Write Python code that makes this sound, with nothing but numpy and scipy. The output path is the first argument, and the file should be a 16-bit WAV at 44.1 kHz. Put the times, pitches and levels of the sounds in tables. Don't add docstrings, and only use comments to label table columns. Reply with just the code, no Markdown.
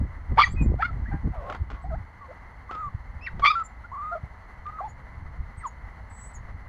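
import sys
import numpy as np
from scipy import signal
from scipy.fft import rfft, irfft, next_fast_len
from scipy.io import wavfile
from scipy.ndimage import uniform_filter1d

SR = 44100
rng = np.random.default_rng(int(sys.argv[2]) if len(sys.argv) > 2 else 0)


def output_pcm(signal):
    pcm = np.clip(np.atleast_2d(signal).T, -1, 1) * 32767
    wavfile.write(sys.argv[1], SR, np.round(pcm).astype(np.int16))


N = 294662
TIME = np.arange(N) / SR
EDGE_HZ = 15750
SWELL_ROUNDNESS = 1.34

# t/s, level/dB, mouth opening/factor on the throat resonances
GROWL_CURVES = [(1.325, -54, 1.22), (1.342, -40.5, 1.22), (1.378, -41.5, 1.03), (1.43, -42.5, 0.85),
                (1.475, -39, 0.96), (1.515, -34, 0.947), (1.535, -52, 1.16), (1.558, -38, 1.25),
                (1.582, -66, 1.1)]


def amp(db):
    return 10 ** (np.asarray(db) / 20)


def unit(x):
    return x / np.sqrt(np.mean(x ** 2) + 1e-20)


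def read(points, hz):
    f, db = np.transpose(points)
    return np.interp(np.log(hz + 1), np.log(f), db)


def colour(x, points):
    size = next_fast_len(len(x) + 2048)
    gain = amp(read(points, np.fft.rfftfreq(size, 1 / SR)))
    return irfft(rfft(x, size) * gain, size)[:len(x)]


def flutter(size, hz):
    f = np.fft.rfftfreq(size, 1 / SR)
    slow = rfft(rng.standard_normal(size)) / np.sqrt(1 + (f / hz) ** 6)
    return unit(irfft(slow, size))


def steady(x):
    return x / np.sqrt(abs(uniform_filter1d(x ** 2, size=500)) + 1e-12)


def add(mix, start_s, sound):
    part = mix[max(round(start_s * SR), 0):][:len(sound)]
    part += sound[:len(part)]


def controls(rows):
    row_s, *columns = np.transpose(rows)
    t = np.arange(row_s[0], row_s[-1], 1 / SR)
    gate = signal.windows.tukey(len(t), 300 / len(t))
    return [gate] + [uniform_filter1d(np.interp(t, row_s, c), size=160) for c in columns]


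def note(length_s, crest, first_hz, middle_hz, last_hz, edge_db):
    u = np.linspace(0, 1, round(length_s * SR))
    bend_hz = middle_hz - (first_hz + last_hz) / 2
    hz = first_hz + (last_hz - first_hz) * u + bend_hz * (1 - (2 * u - 1) ** 2)
    crest = np.clip(crest, .05, .95)
    away = np.maximum((crest - u) / crest, (u - crest) / (1 - crest))
    gate = signal.windows.tukey(len(u), 300 / len(u))
    return gate, hz, edge_db * away ** SWELL_ROUNDNESS


def resonate(x, hz, width_hz):
    turn = np.exp(2j * np.pi * np.cumsum(hz) / SR)
    r = np.exp(-np.pi * width_hz / SR)
    return 2 * (turn * signal.lfilter([1 - r], [1, -r], x / turn)).real


def air(level_db=-51, waver_db=1.1, waver_hz=14):
    # f/Hz, level/dB
    air_spectrum = [(60, 2), (200, 3.5), (350, -6), (600, -2), (900, 4), (1300, 0), (1600, -2.5),
                    (2100, 0.5), (2430, -20.5), (3000, -19), (3700, -27.5), (6800, -32), (8200, -37.5),
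                    (15500, -43)]
    # f/Hz, width/Hz, rise/dB
    air_humps = [(2007, 66, 5.25), (4270, 380, 9), (6130, 160, 6.5), (10420, 270, 10)]
    hz = np.fft.rfftfreq(N, 1 / SR)
    humps_db = sum(up_db * np.exp(-((hz - f) / width) ** 2) for f, width, up_db in air_humps)
    db = read(air_spectrum, hz) + humps_db
    noise = unit(irfft(rfft(rng.standard_normal(N)) * amp(db), N))
    return amp(level_db + waver_db * flutter(N, waver_hz)) * noise


def gusting(wander_db=2, wander_hz=9):
    # crest t/s, length/s, level/dB
    gust_rows = [(0.01, 0.11, -23.5), (0.341, .11, -25.5), (0.542, 0.19, -31), (0.668, 0.2, -19),
                 (1.02, 0.29, -29), (1.151, 0.064, -26.5), (1.273, 0.087, -24), (1.391, 0.051, -33),
                 (1.614, .07, -32), (1.74, 0.037, -30.5), (1.933, 0.17, -29), (2.87, 0.041, -37),
                 (3.13, 0.28, -40), (3.379, 0.14, -33.5), (4.25, 0.042, -40), (4.893, 0.38, -46),
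                 (5.24, 0.21, -38), (5.406, 0.094, -36), (6.4, 0.11, -38.5), (6.538, 0.13, -37.5)]
    # t/s, level/dB
    breeze_rows = [(0, -37.5), (1.8, -43), (2.2, -50.5), (2.8, -44.5), (4.6, -46), (5.2, -44), (6.68, -43)]
    breeze_db = np.interp(TIME, *np.transpose(breeze_rows))
    breeze = amp(breeze_db + wander_db * flutter(N, wander_hz))
    gusts = [amp(db) * np.exp(-np.minimum((2 * (TIME - s) / length_s) ** 2, 20))
             for s, length_s, db in gust_rows]
    return 10 * np.log10(breeze ** 2 + sum(gust ** 2 for gust in gusts))


def wind(gust_db=-22, eddy_db=-32, growth=1.59):
    # f/Hz, level/dB
    rumble_spectrum = [(12, -7), (25, -5.5), (55, 5), (90, -1.5), (130, -11), (200, -23), (300, -49),
                       (500, -63.5), (1000, -92.5)]
    # f/Hz, level/dB
    eddy_spectrum = [(60, -12.5), (130, 12.5), (260, 4.5), (450, -11.5), (700, -18), (1200, -24.5),
                     (2500, -69.5)]
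    level_db = gusting()
    rumble = colour(rng.standard_normal(N), rumble_spectrum)
    rumble /= np.sqrt(uniform_filter1d(rumble ** 2, size=3500))
    eddies = unit(colour(rng.standard_normal(N), eddy_spectrum))
    eddies *= amp(5.15 * flutter(N, 24))
    return amp(level_db) * rumble + amp(eddy_db + growth * (level_db - gust_db)) * eddies


def bumps():
    # t/s, level/dB, f/Hz
    bump_rows = [(0.318, -14.5, 54), (0.624, -24, 170), (0.662, -11.5, 173), (.721, -22, 335),
                 (0.742, -21.5, 430), (1.136, -22, 110), (1.621, -18, 66), (2.951, -18.5, 80),
                 (4.238, -25, 104), (5.407, -20.5, 50), (5.582, -28.5, 76)]
    out, t = np.zeros(N), np.arange(-SR // 20, SR // 20) / SR
    for s, db, hz in bump_rows:
        swing = np.cos(2 * np.pi * hz * t + .5) / np.cosh(4.16 * hz * t)
        add(out, s + t[0], amp(db) * swing)
    return out


def garden(x, fence_db=-19, fence_t60_s=0.11, yard_db=-25, yard_t60_s=0.22):
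    t = TIME[:SR // 2]
    signs = rng.choice([-1., 1.], len(t))
    taps = signs * (rng.random(len(t)) < 2500 / SR) * (t > .002)
    near = unit(taps * amp(-60 * t / fence_t60_s))
    far = unit(taps * amp(-60 * t / yard_t60_s) * (t > .018))
    far = colour(far, [(200, -16), (1200, -2), (2400, -0.5), (4700, 10.5), (6000, 0), (14000, -2.5)])
    echo = amp(fence_db) * near + amp(yard_db) * far
    return x + signal.fftconvolve(x, echo / np.sqrt(len(t)))[:N]


def claws(slips_per_s=2200, spread_db=4, catch_db=4, rub_db=-8, catch_s=.0025):
    # t/s, level/dB, fading
    # time/s
    scratch_rows = [(0.363, -45, .004), (1.4985, -30, 0.011), (1.5246, -34.5, 0.017), (1.548, -35.5, 0.011),
                    (1.702, -39, 0.029), (1.7483, -48, 0.016), (2.7103, -35, 0.018), (2.7496, -41, 0.017),
                    (3.396, -36.5, 0.023), (3.597, -41, 0.014), (4.666, -42.5, 0.0032)]
    # f/Hz, level/dB
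    slat_spectrum = [(200, 9.5), (600, 11.5), (1300, 16), (1800, 7.5), (2400, 2.5), (3300, -0.5),
                     (4500, -9.5), (7000, -19.5), (8600, -30.5), (15000, -60.5)]
    out, lead = np.zeros(N), 256
    t = TIME[:SR // 6]
    for s, db, fade_s in scratch_rows:
        sizes_db = spread_db * np.minimum(rng.exponential(1, len(t)), 2)
        sizes = rng.standard_normal(len(t)) * amp(sizes_db)
        slips = unit(sizes * (rng.random(len(t)) < slips_per_s / SR))
        rub_gain = amp(catch_db) * np.exp(-t / catch_s) + amp(rub_db)
        rub = rng.standard_normal(len(t)) * rub_gain
        scrape = colour(np.pad((slips + rub) * np.exp(-t / fade_s), (lead, 0)), slat_spectrum)
        scrape *= np.sqrt(fade_s * SR / 2) / np.linalg.norm(scrape)
        add(out, s - lead / SR, amp(db) * scrape)
    return out


def growl(flaps_hz=375, unevenness=0.08):
    # f/Hz, width/Hz, level/dB
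    throat = [(617, 27, 2.5), (780, 170, -5.5), (1137, 43, 1), (2020, 300, -25)]
    gate, db, mouth = controls(GROWL_CURVES)
    turns = np.cumsum(flaps_hz * (1 + unevenness * flutter(len(db), 80))) / SR
    puffs = rng.standard_normal(len(db)) * (0.49 + np.exp(-(turns % 1) / 0.46))
    voice = sum(amp(up_db) * resonate(puffs, hz * mouth, width_hz) for hz, width_hz, up_db in throat)
    voice = colour(voice, [(200, -10), (500, -1.5), (1400, -5.0), (2600, -14), (8000, -26.0)])
    return gate * amp(db) * steady(voice)


def whistle(length_s, level_db, crest, first_hz, middle_hz, last_hz, jitter=0.014, hiss_db=-15):
    gate, hz, swell_db = note(length_s, crest, first_hz, middle_hz, last_hz, edge_db=-14.5)
    n = len(hz)
    phase = 2 * np.pi * np.cumsum(hz * (1 + jitter * flutter(n, 400))) / SR
    hiss = unit(colour(rng.standard_normal(n), [
        (4500, -25.5), (6500, 9), (8000, 0), (10500, 2), (12000, -24), (15000, -12)]))
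    return gate * amp(level_db + swell_db) * (np.sqrt(2) * np.sin(phase) + amp(hiss_db) * hiss)


def whine(length_s, level_db, crest, first_hz, middle_hz, last_hz, quaver, quavers_per_s,
          quaver_fade_s=0.08, jitter=0.0055, second_db=-39, third_db=-45, airy_db=-37):
    gate, hz, swell_db = note(length_s, crest, first_hz, middle_hz, last_hz, edge_db=-5)
    n = len(hz)
    t = TIME[:n]
    hz = hz * (1 - quaver * np.exp(-t / quaver_fade_s) * np.cos(2 * np.pi * quavers_per_s * t))
    slide_per_s = abs(np.gradient(np.log(hz))) * SR
    fray = jitter + np.minimum(0.0064 * slide_per_s, .05)
    phase = 2 * np.pi * np.cumsum(hz * (1 + fray * flutter(n, 300))) / SR
    tone = np.sin(phase) + amp(second_db) * np.sin(2 * phase) + amp(third_db) * np.sin(3 * phase)
    airy = unit(colour(rng.standard_normal(n), [
        (400, -2), (1200, 10.5), (3500, -6), (5500, -19.5), (7000, 2.5), (9000, -17.0), (15000, -27)]))
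    level = amp(level_db + swell_db + 0.36 * flutter(n, 76))
    return gate * level * (np.sqrt(2) * tone + amp(airy_db) * airy)


def yip(gate, hz, first_db, second_db, upper_db, rough, jitter=0.12, jitter_hz=520, shimmer=0.39,
        rasp=1.7, rasp_low_db=-22, uneven_db=0.5, loud_db=-27, softening=0.039, top_hz=6200,
        lock_hz=1250, spray_db=-49):
    # f/Hz, level/dB
    mouth_spectrum = [(1300, -15.5), (2300, 22.5), (2620, 1), (2950, 6), (3350, 8), (3850, -6), (4300, 2.5),
                      (4750, 1), (5150, -9), (5700, -11), (6400, -27.5), (7400, -19), (8500, -43),
                      (12000, -44), (15500, -33)]
    # f/Hz, level/dB
    spray_spectrum = [(2500, -9.5), (4300, 6.5), (5500, -6), (6500, -2), (8000, -9), (9200, -20),
                      (10700, -16), (13000, -15), (15500, -8.5)]
    n = len(hz)
    rough = np.clip(rough, 0, 1)
    phase = 2 * np.pi * np.cumsum(hz * (1 + jitter * rough ** 1.25 * flutter(n, jitter_hz))) / SR
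    strength = unit(1 + shimmer * rough * flutter(n, 200))

    pull_hz = np.minimum(1.5 * rough, 1) * (lock_hz - hz) * np.exp(-((hz - lock_hz) / 190) ** 4)
    pulled_phase = phase + 2 * np.pi * np.cumsum(pull_hz) / SR
    low = amp(first_db) * np.sin(pulled_phase) + amp(second_db) * np.sin(2 * phase)

    puffs = unit(rng.standard_normal(n) * (1 + 0.61 * np.cos(phase)))

    slope = .5 + softening * np.clip(loud_db - upper_db, 0, 15)
    stack = np.zeros(n)
    for k in range(3, 13):
        rolloff = (3 / k) ** slope * (k * hz < EDGE_HZ) / np.hypot(1, (k * hz / top_hz) ** 4)
        stack += amp(uneven_db * flutter(n, 60)) * np.cos(k * phase) * rolloff
    upper = steady(colour(unit(stack) + rasp * (rough + 0.11) * puffs, mouth_spectrum))

    effort = np.hypot(amp(first_db), amp(second_db))
    hoarse = unit(colour(puffs, [
        (300, -30.5), (600, -19.5), (850, -4), (1200, 27.5), (1600, 4.5), (2300, -7.5), (3200, -43.5)]))
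    hoarse *= rough * amp(rasp_low_db) * effort

    airflow = uniform_filter1d(effort, size=1500) / amp(-2)
    spray = amp(spray_db) * airflow ** 0.74 * unit(colour(rng.standard_normal(n), spray_spectrum))
    return gate * (strength * (np.sqrt(2) * low + amp(upper_db) * upper) + hoarse + spray)


def whimper(length_s, level_db, crest, first_hz, middle_hz, last_hz, second_db, rough,
            clean_upper_db=-38, hoarse_upper_db=17.5):
    gate, hz, swell_db = note(length_s, crest, first_hz, middle_hz, last_hz, edge_db=-14)
    db = level_db + swell_db
    return yip(gate, hz, db, db + second_db, db + clean_upper_db + hoarse_upper_db * rough, rough)


def puppy():
    # t/s, f/Hz, fundamental/dB, second harmonic/dB, upper harmonics/dB, roughness/0-1 (clipped)
    first_yip = [(0.366, 451, -53.5, -60, -64.5, 0.37), (0.378, 788, -23.5, -30, -34.5, 1.1),
                 (0.387, 1019, -9.5, -33, -27, 0.77), (0.403, 1089, -13.5, -33, -24.5, 0.68),
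                 (0.422, 1151, -16.5, -27.5, -22.5, 0.73), (0.435, 1164, -55, -44, -32, 0.72),
                 (0.455, 1085, -45, -49.5, -55, 1.2), (0.474, 1056, -32.5, -46.5, -58, 1.1),
                 (0.492, 990, -57, -45, -49.5, 0.9)]
    yap = [(0.785, 664, -53, -50.5, -60, .3), (0.8, 738, -29, -44, -53.5, 0.48),
           (0.821, 943, -37, -31.5, -44, 0.27), (0.826, 651, -54, -19, -32.5, 0.42),
           (0.833, 664, -61, -17.5, -38, 0.29), (0.84, 693, -64, -30, -43.5, .15),
           (0.856, 720.5, -63, -24.5, -30, 0.32), (0.876, 713.5, -62, -49, -56.5, 0.5),
           (0.9, 655, -63, -35, -77, 0.17), (0.915, 684, -44, -69, -70, .1)]
    second_yip = [(3.42, 1117, -35, -46, -64, 0.03), (3.444, 1121, -10, -36, -35, 0.26),
                  (3.447, 1065, -28.5, -23.5, -29.5, 0.62), (3.455, 1080, -16, -20, -28.5, 0.69),
                  (3.471, 1128, -21, -18.5, -23, 0.51), (3.482, 1176, -15.5, -18.5, -26, 0),
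                  (3.497, 1185, -37, -26, -34, 0.14), (3.507, 1268, -15, -40, -34.5, 0),
                  (3.518, 1235, -20, -29, -35, 0.2), (3.527, 1105, -34.5, -53.5, -58, .2),
                  (3.553, 1120, -31.5, -55, -47.5, .3)]
    # start t/s, length/s, level/dB, crest/0-1, first f/Hz, middle f/Hz, last f/Hz,
    # second harmonic re fundamental/dB, roughness/0-1
    whimper_rows = [ (0.42, 0.025, -19.5, 0.43, 2322, 2339, 2270, -12.5, 0),
                    (0.434, .019, -16, 0.38, 2160, 1927, 1870, -23, 0),
                    (0.561, .075, -38.5, 0.69, 2504, 2504, 2426, -42, 0.1),
                    (1.109, 0.076, -40, 0.16, 842, 809, 830, -3.5, 0.83),
                    (1.839, 0.053, -39.5, 0.05, 690, 788, 850, -24, 0.46),
                    (1.899, 0.065, -33.5, 0.6, 878, 629, 960, -10.5, .25),
                    (2.279, 0.043, -40, 1, 620, 504, 720, -15, 0.57),
                    (3.209, 0.064, -41, 0.74, 2430, 2674, 2610, -16.5, 0.14),
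                    (3.261, 0.032, -29, 0.36, 2570, 1880, 1420, -23.5, 0.6),
                    (4.112, 0.05, -32.5, 0.4, 666, 692, 675, 2, 0.19),
                    (4.145, 0.039, -31, 0.33, 675, 628, 730, -6, 0.29),
                    (4.803, 0.043, -32, 0.15, 584, 810, 705, -21, 0.28),
                    (4.829, 0.056, -31, 0.23, 703, 885, 750, -36, 0.25),
                    (5.593, 0.046, -46, 0.55, 2206, 1945, 1380, -30, .3),
                    (5.632, 0.048, -29, 0.58, 1450, 1095, 850, -33, 0.17), ]
    # start t/s, length/s, level/dB, crest/0-1, first f/Hz, middle f/Hz, last f/Hz,
    # quaver/share of f, quaver rate/Hz
    whine_rows = [ (1.054, 0.056, -44.5, 0, 1452, 1925, 2020, 0.0039, 14),
                  (1.763, .06, -51, .4, 1137, 1100, 1080, .005, 15),
                  (2.207, 0.055, -45.5, .3, 1183, 1102, 1025, .005, 15),
                  (2.691, .2, -33, 0.8, 1205, 1260, 1098, .085, 13.4),
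                  (3.552, 0.077, -24.5, 0, 1370, 1335, 1280, .01, 13),
                  (3.838, 0.026, -42, .45, 1370, 1405, 1434, .005, 15),
                  (3.915, 0.22, -33, 0.8, 1055, 1200, 1266, 0.096, 20.6),
                  (4.655, 0.051, -34.5, 0.4, 1197, 1205, 1252, .005, 17),
                  (4.721, 0.071, -39.5, 0.55, 1254, 1262, 1283, .005, 22),
                  (4.784, .028, -32, .68, 1250, 1158, 1020, .005, 15), ]
    # start t/s, length/s, level/dB, crest/0-1, first f/Hz, middle f/Hz, last f/Hz
    whistle_rows = [ (0.44, 0.056, -48, 0.13, 6650, 6320, 6680), (0.491, .052, -53.5, .7, 6750, 7500, 7950),
                    (0.614, 0.047, -54, .35, 7370, 7300, 7100), (1.815, .037, -71, 0.54, 7650, 7850, 8250),
                    (3.635, 0.042, -48.5, 0.66, 7700, 7220, 7470),
                    (4.879, 0.048, -58.5, 0.43, 6860, 6900, 7000),
                    (5.568, 0.058, -58, 0.37, 7960, 8330, 8400),
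                    (5.66, 0.037, -48.5, .38, 7400, 6750, 6700), (6.097, .225, -51, 0.67, 7880, 7840, 8000),
                    (6.332, 0.049, -49.5, 0.54, 8400, 6760, 6800), ]
    out = np.zeros(N)
    for rows in first_yip, yap, second_yip:
        add(out, rows[0][0], yip(*controls(rows)))
    for voice, calls in (whimper, whimper_rows), (whine, whine_rows), (whistle, whistle_rows):
        for start_s, *call in calls:
            add(out, start_s, voice(*call))
    add(out, GROWL_CURVES[0][0], growl())
    return out


def scene():
    return (garden(puppy() + claws()) + air() + wind() + bumps())[None]


def record(dry):
    lowpass = signal.firwin(511, EDGE_HZ, window=("kaiser", 9), fs=SR)
    return signal.oaconvolve(dry, lowpass[None], "same")


dry = scene()
out = record(dry)
output_pcm(out)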